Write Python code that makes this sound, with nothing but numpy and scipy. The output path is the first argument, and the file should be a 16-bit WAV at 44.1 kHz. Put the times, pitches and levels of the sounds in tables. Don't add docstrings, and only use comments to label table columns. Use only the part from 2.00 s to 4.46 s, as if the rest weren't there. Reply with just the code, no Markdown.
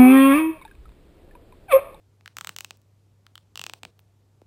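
import sys
import numpy as np
from scipy import signal
from scipy.fft import rfft, irfft
from scipy.io import wavfile
from scipy.ndimage import uniform_filter1d

SR = 44100
rng = np.random.default_rng(int(sys.argv[2]) if len(sys.argv) > 2 else 0)


def wrap_up_sound(samples):
    columns = np.atleast_2d(samples).T
    tamed = np.clip(columns, -1, 1)
    steps = np.round(tamed * 32767).astype(np.int16)
    wavfile.write(sys.argv[1], SR, steps)


def voltage_ratio(decibels):
    exponent = np.asarray(decibels, float) / 20
    return 10 ** exponent


N = 108618
SIZE = 4096
HZ = np.fft.rfftfreq(SIZE, 1 / SR)
LAG_S = 0.0005


def comb():
    # start in seconds, peak of the snap in dB, body in Hz, body boost in dB,
    # ring in Hz, dip beside the ring in Hz, rebound in Hz (1 / delay), rebound share from 0 to 1,
    # tilt in dB per octave.
    teeth = [(0.2094, -47.5, 700, -1, 2720, 2900, 7300, 0.23, -7),
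             (0.2594, -29.5, 1600, 8.5, 3150, 3250, 6700, 0.46, -4),
             (0.2771, -28, 1520, 7.5, 3090, 3250, 7300, 0.49, -4.5),
             (0.3686, -20.5, 1300, 8, 2760, 2830, 4300, 0.25, -1.5),
             (0.3853, -19, 1300, 12, 3550, 3720, 5100, 0.22, 0.7),
             (0.4106, -19.5, 1260, 9.5, 3140, 2960, 5040, 0.48, -2),
             (0.4465, -20, 1270, 14, 2900, 2810, 5380, 0.44, -1.5),
             (0.472, -18, 1350, 10, 2890, 2770, 5560, 0.45, -1.1),
             (0.4925, -18.5, 1220, 9, 3030, 3190, 5800, 0.33, -1.2),
             (0.5639, -18.5, 1460, 0, 2800, 2600, 4520, 0.19, -1),
             (0.5862, -18, 1680, -18, 3000, 3110, 7400, 0.17, -1),
             (0.6073, -18, 1250, -1.5, 2960, 3180, 5270, 0.22, 0.9),
             (0.6465, -20, 1320, -7, 2600, 2420, 5180, 0.15, -3.5),
             (0.7078, -24, 790, 4, 2550, 2390, 5940, 0.24, -4.5),
             (0.7719, -40.5, 700, 7, 2650, 2870, 4300, 0.11, 7.3),
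             (0.817, -48, 700, -8, 3230, 3270, 4300, 0.12, 4),
             (1.2661, -37.5, 1340, 11.5, 3050, 2900, 7100, 0.52, -3.5),
             (1.355, -31, 1280, 22.5, 3120, 2500, 6260, 0.54, 1),
             (1.3782, -33.5, 1260, 7, 2970, 2720, 6300, 0.57, -5),
             (1.5569, -22.5, 1170, 9.5, 2850, 2430, 7440, 0.19, -3),
             (1.575, -21, 1220, 7.5, 2760, 2390, 7300, 0.12, -2),
             (1.5943, -20, 1500, -11, 2750, 2420, 5760, 0.13, -5.5),
             (1.615, -19, 1130, 3, 2660, 2380, 5240, 0.25, -3),
             (1.6394, -18, 1260, 3, 2600, 2350, 4990, 0.1, -3.5),
             (1.6653, -18, 1200, 0, 2560, 2330, 5000, 0.13, -5),
             (1.6968, -23, 1000, 5.5, 2470, 2260, 6160, 0.22, -5.5),
             (1.7358, -22.5, 804, 9.5, 2460, 2345, 6100, 0.38, -3),
             (1.833, -25.5, 800, 4, 2400, 2210, 6000, 0.52, -7),
             (1.851, -26, 770, 8, 2400, 2234, 6360, 0.34, -6.5),
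             (1.9924, -43.5, 700, 1, 2450, 2350, 6600, 0.41, -6.1)]
    out = np.zeros(N)
    draws = rng.standard_normal((len(teeth), SIZE + 6))
    for (s, *row), draw in zip(teeth, draws):
        noise, chance = draw[:SIZE], draw[SIZE:]
        add(out, s, trailed(tooth(*row, chance), noise))
    return out


def tooth(db, body_hz, body_db, ring_hz, dip_hz, rebound_hz, rebound, tilt_db, chance):
    # frequency in Hz, gain in dB.
    path_colour = [(1500, 0.0), (2200, 0.46), (4000, 0.1), (6000, 0), (8000, 1.14), (9000, -9.5),
                   (10000, -15.5), (11000, -8.5), (13000, -9), (16300, -4.5)]
    cut_hz = 0.45 * body_hz
    cut = ((HZ / cut_hz) ** 2 / pole(cut_hz, np.sqrt(2) * cut_hz)) ** 2

    body_width_hz = 0.25 * body_hz
    body = pole(body_hz, body_width_hz * voltage_ratio(body_db)) / pole(body_hz, body_width_hz)

    ring_width_hz, dip_width_hz = 254, 296
    ring = np.conj(pole(dip_hz, dip_width_hz)) / pole(ring_hz, ring_width_hz)

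    echoes = 1 - np.clip(rebound, 0, 1) * np.exp(-2j * np.pi * HZ / rebound_hz)
    rattle_s, rattle_db = 0.0009, -19
    for size, place in chance.reshape(-1, 2):
        delay_s = rattle_s * abs(np.tanh(place))
        echoes = echoes + voltage_ratio(rattle_db) * size * np.exp(-2j * np.pi * HZ * delay_s)

    colour = causal(tilt_db * np.log2(1 + HZ / 2000) + read(path_colour, HZ))
    thump = mode(177, 110, -11)
    return chirped(cut * body * ring * echoes * colour + thump, db, LAG_S)


def trailed(click, noise):
    # frequency in Hz, gain in relative dB.
    trail_colour = [(100, -26), (300, 13), (700, -1), (1500, -10.5), (3000, -9.5), (4000, -6), (4800, -5),
                    (5800, -2), (7200, -10), (10000, 0), (12000, -8.5), (16000, -5)]
    start_s, rise_s, stop_s, stop_ramp_s = 0.0018, 0.00067, 0.057, 0.0017
    trail_db, fade_db, blur_hz = -10.5, -3.5, 700
    t = np.arange(SIZE) / SR
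    rise = np.clip((t - start_s) / rise_s, 0, 1)
    stop = np.clip((stop_s - t) / stop_ramp_s + 0.5, 0, 1)
    fade = voltage_ratio(fade_db * t / stop_s)

    power = abs(rfft(click, SIZE)) ** 2
    blurred = np.sqrt(abs(uniform_filter1d(power, round(blur_hz * SIZE / SR))))
    hiss = irfft(rfft(noise) * blurred * voltage_ratio(read(trail_colour, HZ)))
    out = voltage_ratio(trail_db) * hiss * rise * stop * fade / np.sqrt(stop_s * SR)
    add(out, 0, click)
    return out


def dull_knocks():
    # start in seconds, peak in dB.
    knocks = [(2.4168, -43.5)]
    knock = mode(370, 480, 0) ** 2
    tick = mode(1600, 1700, -24.5)
    return -struck(knocks, knock + tick, 0.00127)


def bright_ticks():
    # start in seconds, peak in dB.
    ticks = [(1.3553, -36), (1.9917, -46), (1.9937, -44.5), (2.002, -50)]
    return struck(ticks, mode(14200, 7500, 0) ** 2, LAG_S)


def pressure_thuds():
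    # start in seconds, peak in dB.
    thuds = [(0.384, -56.5), (0.414, -54), (0.472, -54), (.494, -50), (0.707, -60.5), (1.596, -50.5),
             (1.836, -56), (1.851, -50.5)]
    return struck(thuds, mode(166.6, 83, 0) ** 2, LAG_S)


def hum():
    # frequency in Hz, rms level in dB.
    tones = [(99.9, -61.5)]
    t = np.arange(N) / SR
    return sum(np.sqrt(2) * voltage_ratio(db) * np.sin(2 * np.pi * hz * t) for hz, db in tones)


def room():
    # frequency in Hz, density in relative dB.
    room_colour = [(18, -39), (30, -41), (48, -30), (76, 1), (104, -19.5), (125, -6), (150, -12),
                   (306, -19.5), (378, -19), (608, -24.5), (1380, -32.5), (1530, -35), (7670, -39.5),
                   (8990, -43), (14500, -45), (16500, -67)]
    room_db, patchy_db = -66, 0.6
    frame_count, hz = N // 512 + 5, np.fft.rfftfreq(2048, 1 / SR)
    real, imaginary, patches = rng.standard_normal((frame_count, 1025, 3)).T
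    patches = uniform_filter1d(patches, size=16, axis=0)
    patches = evened(uniform_filter1d(patches, size=6, axis=1))
    spectrum = (real + 1j * imaginary) * voltage_ratio(read(room_colour, hz)[:, None] + patchy_db * patches)
    noise = signal.istft(spectrum, nperseg=2048, noverlap=1536)[1][:N]
    return voltage_ratio(room_db) * evened(noise)


def struck(events, response, lag_s):
    out = np.zeros(N)
    for s, db in events:
        add(out, s, chirped(response, db, lag_s))
    return out


def chirped(response, db, lag_1k_s):
    lag_s = lag_1k_s * (np.maximum(HZ, 120) / 1000) ** -0.787
    phase = -2 * np.pi * np.cumsum(lag_s) * SR / SIZE
    click = irfft(response * np.exp(1j * phase))[:SIZE // 2]
    return voltage_ratio(db) * click / abs(click).max()


def pole(hz, width_hz):
    return (hz ** 2 - HZ ** 2 + 1j * HZ * width_hz) / hz ** 2


def mode(hz, width_hz, db):
    return voltage_ratio(db) * 1j * HZ * width_hz / hz ** 2 / pole(hz, width_hz)


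def causal(db):
    log_gain = db * np.log(10) / 20
    mirrored = np.r_[log_gain, log_gain[-2:0:-1]]
    return np.exp(np.conj(signal.hilbert(mirrored)))[:len(HZ)]


def read(points, hz):
    f, value = np.transpose(points)
    return np.interp(np.log(hz + 1), np.log(f + 1), value)


def evened(x):
    return x / np.sqrt(np.mean(x ** 2) + 1e-20)


def add(mix, s, sound):
    part = mix[round(s * SR):][:len(sound)]
    part += sound[:len(part)]


def scene():
    handling = dull_knocks() + bright_ticks() + pressure_thuds()
    return (comb() + handling + hum() + room())[None]


def low_pass(x):
    return signal.sosfilt(signal.butter(12, 16980, fs=SR, output="sos"), x)


def record(dry):
    edge = signal.firwin(511, 16120, window=("kaiser", 9), fs=SR)
    mix = signal.oaconvolve(dry, edge[None], "same")
    return low_pass(mix)


dry = scene()
out = record(dry)
wrap_up_sound(out)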